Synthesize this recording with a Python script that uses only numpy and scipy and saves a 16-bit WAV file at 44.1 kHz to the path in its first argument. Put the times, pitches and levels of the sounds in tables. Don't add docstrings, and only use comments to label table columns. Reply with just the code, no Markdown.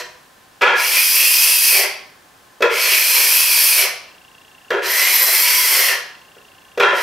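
import sys
import numpy as np
from scipy import signal
from scipy.fft import rfft, irfft
from scipy.io import wavfile

SR = 44100
rng = np.random.default_rng(int(sys.argv[2]) if len(sys.argv) > 2 else 0)


def unload_audio(sound):
    columns = np.transpose(np.atleast_2d(sound))
    steps = np.round(np.clip(columns, -1, 1) * 32767)
    wavfile.write(sys.argv[1], SR, steps.astype(np.int16))


N = 309582
TIME = np.arange(N) / SR

# frequency in Hz, width in Hz, relative level in dB.
CABINET_MODES = [(225, 36, -19), (360, 16, -6.5), (405, 19, -1.5), (484.5, 22.4, 3), (515, 64, -6.5),
                 (550, 32, -2), (654, 42, -7.5), (714, 50, -10)]
RATTLE_MODES = [(996, 53, -5), (1138, 44, -4.5), (1145, 65, -1), (1250, 130, 0.5), (1426, 60, 2.5),
                (1534, 18, -5.5), (1685, 52, 0), (1840, 60, -2.5), (1991, 75, -1.5)]
CLATTER_MODES = [(2240, 140, -8.5), (2470, 140, 1.5), (2706, 100, -4.5), (2920, 110, -8), (3200, 44, -5),
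                 (3440, 130, -7), (3760, 190, -18)]
# frequency in Hz, relative level in dB.
WOOD_SPECTRUM = [(280, -14), (365, 0.5), (480, -1.5), (620, -2), (780, 0), (1100, -6), (2000, -34),
                 (8000, -60)]
GRIND_SPECTRUM = [(500, -16.5), (780, -4), (970, 5), (1150, -1), (1400, -0.5), (1700, 0), (2300, -18),
                  (4000, -25.5), (12000, -52)]


def from_db(db):
    return 10 ** (np.asarray(db) / 20)


def unit_rms(x):
    return x / np.sqrt(np.mean(x ** 2) + 1e-20)


def unit_energy(x):
    return x / np.sqrt(np.sum(x ** 2) + 1e-20)


def at_hz(points, hz):
    knots, values = np.transpose(points)
    return np.interp(np.log(np.maximum(hz, 1)), np.log(knots), values)


def drift(per_s):
    knots = rng.standard_normal(4000)
    return unit_rms(np.interp(TIME * per_s, np.arange(len(knots)), knots))


def through(x, response):
    return signal.oaconvolve(x, response)[:N]


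def high_pass(x, edge_hz, order):
    return signal.sosfilt(signal.butter(order, edge_hz, "high", fs=SR, output="sos"), x)


def colour(x, spectrum, size=2048):
    gain = from_db(at_hz(spectrum, np.fft.rfftfreq(size, 1 / SR)))
    cepstrum = irfft(np.log(gain))
    response = irfft(np.exp(rfft(2 * cepstrum[:size // 2], size)))
    return through(x, unit_energy(response))


def ring(x, modes, size=8192):
    t, response = np.arange(size) / SR, np.zeros(size)
    for k, (hz, width_hz, db) in enumerate(modes):
        mode = np.exp(-np.pi * width_hz * t) * np.sin(2 * np.pi * hz * t)
        response += (-1) ** k * from_db(db) * unit_energy(mode)
    return through(x, unit_energy(response))


def moving_resonance(x, centre_hz, width_hz, size=256):
    radius = np.exp(-np.pi * width_hz / SR)
    out, state = np.zeros(N), np.zeros(2)
    for i in range(0, N, size):
        poles = [1, -2 * radius * np.cos(2 * np.pi * centre_hz[i] / SR), radius * radius]
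        out[i:i + size], state = signal.lfilter([1, 0, -1], poles, x[i:i + size], zi=state)
    return unit_rms(out)


def left_right(mid, side):
    return np.array([mid + side, mid - side])


def air_and_fan():
    # frequency in Hz, relative level in dB.
    air_spectrum = [(15, -43), (25, -8), (145, -1.5), (695, -3), (863, -1), (936, -12), (1070, -3.5),
                    (1230, -3.5), (1700, -5), (2160, -8.5), (2760, -8), (13600, -17), (16000, -18.5)]
    # frequency in Hz, width in Hz, relative level in dB.
    housing_modes = [(756, 25, -5.5), (900, 47, -7), (1052, 31, 1.5), (1545, 45, -3.5), (1754, 50, -2)]
    # frequency in Hz, side against mid in dB.
    width = [(60, -16), (120, -12), (240, -8), (480, -4), (950, -5), (1890, -5), (3770, -7), (7520, -9),
             (15000, -29)]
    mid, side = [from_db(-51) * colour(air, air_spectrum, 8192) + from_db(-56) * ring(fan, housing_modes)
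                 for air, fan in rng.standard_normal((2, 2, N))]
    side_gain = from_db(at_hz(width, np.fft.rfftfreq(N, 1 / SR)))
    return left_right(mid, irfft(rfft(side) * side_gain))


def blade_motion():
    # bite, lift, speed-up and slow-down in
    # seconds, trims of wood, flex, rasp and flaking in dB, flaking rise in dB a second,
    # whistle trim in dB, base flex resonance in Hz.
    strokes = [ (-1.1, 0.025, 0.13, 0.1, 2, -5, 0.5, -8, 0, -7, 2150),
               (0.752, 1.862, 0.12, 0.06, 0, 0.6, 0.1, 1.2, 2.3, -1.3, 2530),
               (2.698, 3.878, 0.13, 0.065, 2.2, 1, -0.2, 0, 4, -0.6, 2490),
               (4.82, 5.96, 0.105, 0.085, 3.5, 0.6, -1, -1.7, 1.3, 3.3, 2090),
               (6.925, 8.05, 0.45, 0.1, 0, -3, -1, 1, 0, -1, 2200), ]
    swell_db, peak_s, half_s = 5.5, 0.43, 0.36
    motion = np.zeros((7, N))
    for bite_s, lift_s, up_s, down_s, *trims_db, flake_db, db_per_s, whistle_db, flex_hz in strokes:
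        now, length_s = TIME >= bite_s, lift_s - bite_s
        age = np.minimum(TIME[now] - bite_s, length_s)
        speed = (1 - np.exp(-age / up_s)) * np.tanh((length_s - age) / down_s)
        flaking_db = flake_db + db_per_s * (age - length_s / 2)
        singing_db = whistle_db + swell_db * np.exp(-((age - peak_s) / half_s) ** 2)
        motion[:, now] = np.broadcast_arrays(speed, *trims_db, flaking_db, singing_db, flex_hz)
    return motion


def hard_patches():
    # middle and half length in seconds, cabinet boost and blade boost in dB.
    patches = [(0.96, 0.05, 2, 2), (1.23, 0.07, 3, 2.5), (1.46, 0.04, 3, 2.5), (1.79, 0.07, 18.5, 3.5),
               (2.92, 0.09, 4, 4.2), (3.2, 0.06, 9, 2.2), (3.8, 0.06, 11, 4), (5.04, 0.07, 8, 6.5),
               (5.28, 0.07, 9, -1.5), (5.49, 0.05, 1, 3.5), (5.78, 0.06, 10, 3), (5.895, 0.03, 6, 4.5)]
    return sum(np.outer(boosts_db, np.exp(-((TIME - middle_s) / half_s) ** 2))
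               for middle_s, half_s, *boosts_db in patches)


def uneven_sizes(spread_db):
    return from_db(spread_db * np.clip(rng.standard_normal(N), -2, 2))


def fractures(per_s, spread_db):
    breaks = rng.random(N) < per_s / SR
    return unit_rms(breaks * uneven_sizes(spread_db) * rng.choice([-1, 1], N))


def cutting():
    # frequency in Hz, relative level in dB.
    flex_spectrum = [(1300, -38.5), (1780, 0), (2000, -0.5), (2600, 5), (2900, 1.5), (3200, 0.5),
                     (3550, -10.5), (4200, -25.5)]
    rasp_spectrum = [(2400, -40), (3200, 3.5), (3700, -5), (4200, 2), (5000, 6), (5800, 5), (6400, 0),
                     (7100, -4), (8200, -4), (11000, -26)]
    flake_spectrum = [(5000, -48.5), (7000, -14), (8200, -5), (9000, 0.5), (9500, -2), (10300, 3),
                      (11700, 2.5), (12500, 2.5), (13300, -1), (14500, -1), (15700, -10), (18000, -16)]
    # frequency in Hz, width in Hz, relative level in dB.
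    edge_modes = [(7370, 73, -2.7), (11970, 140, 11), (12200, 330, 4)]
    # time in seconds, frequency in Hz.
    upper_glides = [
        [(0.8, 4100), (1.0, 4940), (1.55, 4940), (1.85, 4560)],
        [(2.75, 4260), (3.18, 4200), (3.27, 5100), (3.42, 4650), (3.7, 4570), (3.86, 4080)],
        [(4.85, 4100), (5.3, 4040), (5.6, 4750), (5.95, 4100)],
    ]
    speed, wood_db, flex_db, rasp_db, flaking_db, whistle_db, flex_hz = blade_motion()
    cabinet_db, blade_db = hard_patches()
    drag = 1 - speed
    thumb_wander = 0.024 * drift(11)
    flex_hz = flex_hz * (1 - 0.16 * drag - 0.007 * cabinet_db + 0.01 * blade_db + thumb_wander)
    upper_hz = np.interp(TIME, *np.vstack(upper_glides).T)
    grip = from_db(0.58 * drift(25) + drift(300))

    def drive(db, power):
        return grip * from_db(db) * (speed > 0) * speed ** power

    wood = drive(-43.5 + wood_db + cabinet_db + 12 * drag, power=0.15)
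    grind = drive(-34.9 + wood_db + 0.5 * cabinet_db + 7 * drag, power=0.2)
    flex = drive(-21.3 + flex_db + blade_db + drift(30), power=0.15)
    rasp = drive(-19.4 + rasp_db + 0.35 * blade_db + 0.4 * drift(24), power=0.7)
    hiss = drive(-15.5 + flaking_db, power=1.3)
    whistle = drive(-26 + whistle_db + 1.3 * drift(30), power=1.1)

    coarse = fractures(per_s=1500, spread_db=4.0)
    body = colour(coarse * wood * from_db(2.0), WOOD_SPECTRUM)
    body += ring(coarse * wood * from_db(-6.5), CABINET_MODES)
    body += colour(coarse * grind, GRIND_SPECTRUM)
    out = high_pass(body, edge_hz=388, order=8)
    out += colour(fractures(per_s=5000, spread_db=1.0) * flex * from_db(-5.8), flex_spectrum)
    out += colour(fractures(per_s=10000, spread_db=4.5) * rasp * from_db(-0.7), rasp_spectrum)
    out += colour(fractures(per_s=12000, spread_db=0.5) * hiss, flake_spectrum)
    lower = moving_resonance(fractures(per_s=4000, spread_db=1.5), flex_hz, width_hz=165)
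    upper = moving_resonance(fractures(per_s=7400, spread_db=0.5), upper_hz, width_hz=150)
    out += lower * flex * from_db(-2.4) + upper * rasp * from_db(-9.0)
    out += ring(rng.standard_normal(N) * whistle, edge_modes)
    return high_pass(out, edge_hz=280, order=3)


def landings():
    # time in seconds, relative levels of blade, cabinet and tick in dB.
    touches = [(0.6095, -3, -33, -31), (0.6169, -4, -18, -19), (2.6055, -24, -17.5, -33),
               (2.6213, -0.5, -12, -15.5), (4.704, -8.5, -19, -23), (6.365, -39, -41, -60),
               (6.7749, -13, -15, -28), (6.7975, -1, -15.5, -18.5)]
    # frequency in Hz, relative level in dB.
    tick_spectrum = [(250, 8), (400, 3), (1500, 5.5), (3400, 4), (4300, -0.5), (5800, -4.5), (8000, -13),
                     (10000, -21.5), (12000, -11), (16000, -29)]
    blade, cabinet, tick = blows = np.zeros((3, N))
    for time_s, *levels_db in touches:
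        blows[:, round(time_s * SR)] = from_db(levels_db)
    t = np.arange(1024) / SR
    scuff = unit_energy(t * np.exp(-t / 0.0028))
    blade_scuff, tick_scuff = [np.sqrt(np.abs(through(blow ** 2, scuff ** 2))) * rng.standard_normal(N)
                               for blow in (blade, tick)]
    steel = ring(blade_scuff * from_db(15.5), RATTLE_MODES)
    steel += ring(blade_scuff * from_db(8.5), CLATTER_MODES)
    knock = ring(cabinet * from_db(28), CABINET_MODES)
    return steel + knock + colour(tick_scuff * from_db(27.5), tick_spectrum)


def slips(per_s, jitter, spread_db, skid_s):
    cycles = np.cumsum(per_s * np.exp(jitter * drift(150))) / SR
    jumps = np.diff(np.floor(cycles), prepend=0) * uneven_sizes(spread_db)
    skids = signal.lfilter([1], [1, -np.exp(-1 / (skid_s * SR))], jumps + 1e-18)
    return unit_rms(skids * rng.standard_normal(N))


def chatter():
    # start and end in seconds, relative levels of cabinet,
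    # rattle and clatter in dB, fade in dB a second.
    bursts = [(0.617, 0.742, -15, -9.8, -13.3, 60), (2.623, 2.71, -12, -14, -23, 190),
              (4.706, 4.785, -9, -15, -24.5, 125), (6.797, 7.02, -9.5, -8.5, -13.5, 104)]
    # frequency in Hz, relative level in dB.
    skid_spectrum = [(60, -6), (250, 2), (1500, 4), (3400, 3), (4300, -3), (5800, -6), (8000, -19),
                     (12000, -26), (16000, -42)]
    attack_s, release_s = 0.004, 0.015
    gains = np.zeros((3, N))
    for start_s, end_s, *levels_db, fade_db_per_s in bursts:
        age, after = np.maximum(TIME - start_s, 0), np.maximum(TIME - end_s, 0)
        attack, release = 1 - np.exp(-age / attack_s), np.exp(-after / release_s)
        gains += np.outer(from_db(levels_db), attack * from_db(-fade_db_per_s * age) * release)
    cabinet, rattle, clatter = gains * slips(per_s=280, jitter=0.4, spread_db=2.3, skid_s=0.0015)
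    out = ring(cabinet * from_db(-1.1), CABINET_MODES) + colour(cabinet * from_db(-10), WOOD_SPECTRUM)
    out += ring(rattle * from_db(-2.2), RATTLE_MODES) + colour(rattle * from_db(-4.5), GRIND_SPECTRUM)
    out += ring(clatter * from_db(-0.5), CLATTER_MODES) + colour(clatter * from_db(-8), skid_spectrum)
    return out


def squeals():
    # middle and half length in seconds, pitch in Hz, relative level in dB.
    tones = [(0.736, 0.024, 1674, -16.5), (0.803, 0.016, 2290, -20.5), (0.97, .022, 2490, -19),
             (1.247, 0.035, 2470, -22), (2.628, 0.007, 2580, -16), (2.645, 0.014, 478.6, -12),
             (2.9, 0.025, 2480, -23), (4.743, 0.016, 483, -24), (4.95, .03, 1820, -24),
             (5.204, 0.046, 1950, -25), (5.497, 0.069, 984, -31), (6.88, 0.015, 1760, -16),
             (6.9, 0.06, 986, -24)]
    wavering_time = np.cumsum(1 + 0.014 * drift(110)) / SR
    out = np.zeros(N)
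    for middle_s, half_s, hz, db in tones:
        near = np.abs(TIME - middle_s) < 4 * half_s
        swell = from_db(db) * np.exp(-((TIME[near] - middle_s) / half_s) ** 2)
        out[near] += swell * np.sqrt(2) * np.sin(2 * np.pi * hz * wavering_time[near])
    return out


def motor():
    start_s, steps_per_s, chirp_hz, half_s = 3.9835, 29.97, 2760, 0.0042
    phase = (TIME - start_s) * steps_per_s
    from_step_s = (phase - np.round(phase)) / steps_per_s
    steps = np.exp(-(from_step_s / half_s) ** 2) * (phase > -0.5)
    chirp = np.sin(2 * np.pi * chirp_hz * TIME + 0.65 * drift(160))
    rattle = ring(rng.standard_normal(N), [(2780, 200, 0), (3320, 170, -2)])
    return steps * (from_db(-44.3) * chirp + from_db(-50) * rattle)


def room_tail(first_echo_s):
    # frequency in Hz, level against the direct sound in dB.
    strength = [(420, -5), (900, 0), (6100, -0.5), (6900, -2), (12000, -3.5)]
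    # frequency in Hz, seconds to fall by 60 dB.
    decay = [(250, 0.6), (500, 0.6), (1000, 0.65), (2000, 0.51), (4000, 0.53), (8000, 0.35), (16000, 0.2)]
    # frequency in Hz, side against mid in dB.
    width = [(100, -1), (300, -14), (550, -7), (1000, -7.5), (2000, -7), (5000, -7.5), (8000, -3),
             (12000, -19), (15000, -36)]
    t = np.arange(2 ** 15) / SR
    hz, octaves_hz = np.fft.rfftfreq(len(t), 1 / SR), 125 * 2 ** np.arange(8)
    white, tails = rfft(rng.standard_normal((2, len(t)))), np.zeros((2, len(t)))
    for centre_hz, share in zip(octaves_hz, np.eye(len(octaves_hz))):
        band = irfft(white * np.interp(hz, octaves_hz, share) * from_db(at_hz(strength, hz)))
        dying = from_db(-60 * t / at_hz(decay, centre_hz)) * (t > first_echo_s)
        tails += band * unit_energy(dying)
    mid, side = tails
    return np.array([mid, irfft(rfft(side) * from_db(at_hz(width, hz)))])


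def workshop(x, gain_db, spots=32):
    tails = [room_tail(first_echo_s=0.003) for _ in range(spots)]
    hop = SR // 20
    crossfade = np.sin(np.pi * np.arange(2 * hop) / (2 * hop))
    padded, wet = np.pad(x, (hop, 2 * hop)), np.zeros((2, N + 2 * SR))
    for k, i in enumerate(range(0, N + hop, hop)):
        answer = signal.fftconvolve([padded[i:i + 2 * hop] * crossfade], tails[k % spots], axes=1)
        wet[:, i:i + answer.shape[1]] += answer
    mid, side = wet[:, hop:hop + N]
    return from_db(gain_db) * left_right(x + mid, side)


def scene():
    knocks = high_pass(chatter() + landings(), edge_hz=314, order=2)
    scraper = cutting() + knocks + squeals()
    return workshop(scraper, gain_db=-2.5) + air_and_fan() + motor()


def record(dry):
    ceiling, cutoff_hz = 1.6, 15700
    rounded = ceiling * np.tanh(dry / ceiling)
    return signal.sosfilt(signal.ellip(12, 0.1, 80, cutoff_hz, fs=SR, output="sos"), rounded)


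dry = scene()
out = record(dry)
unload_audio(out)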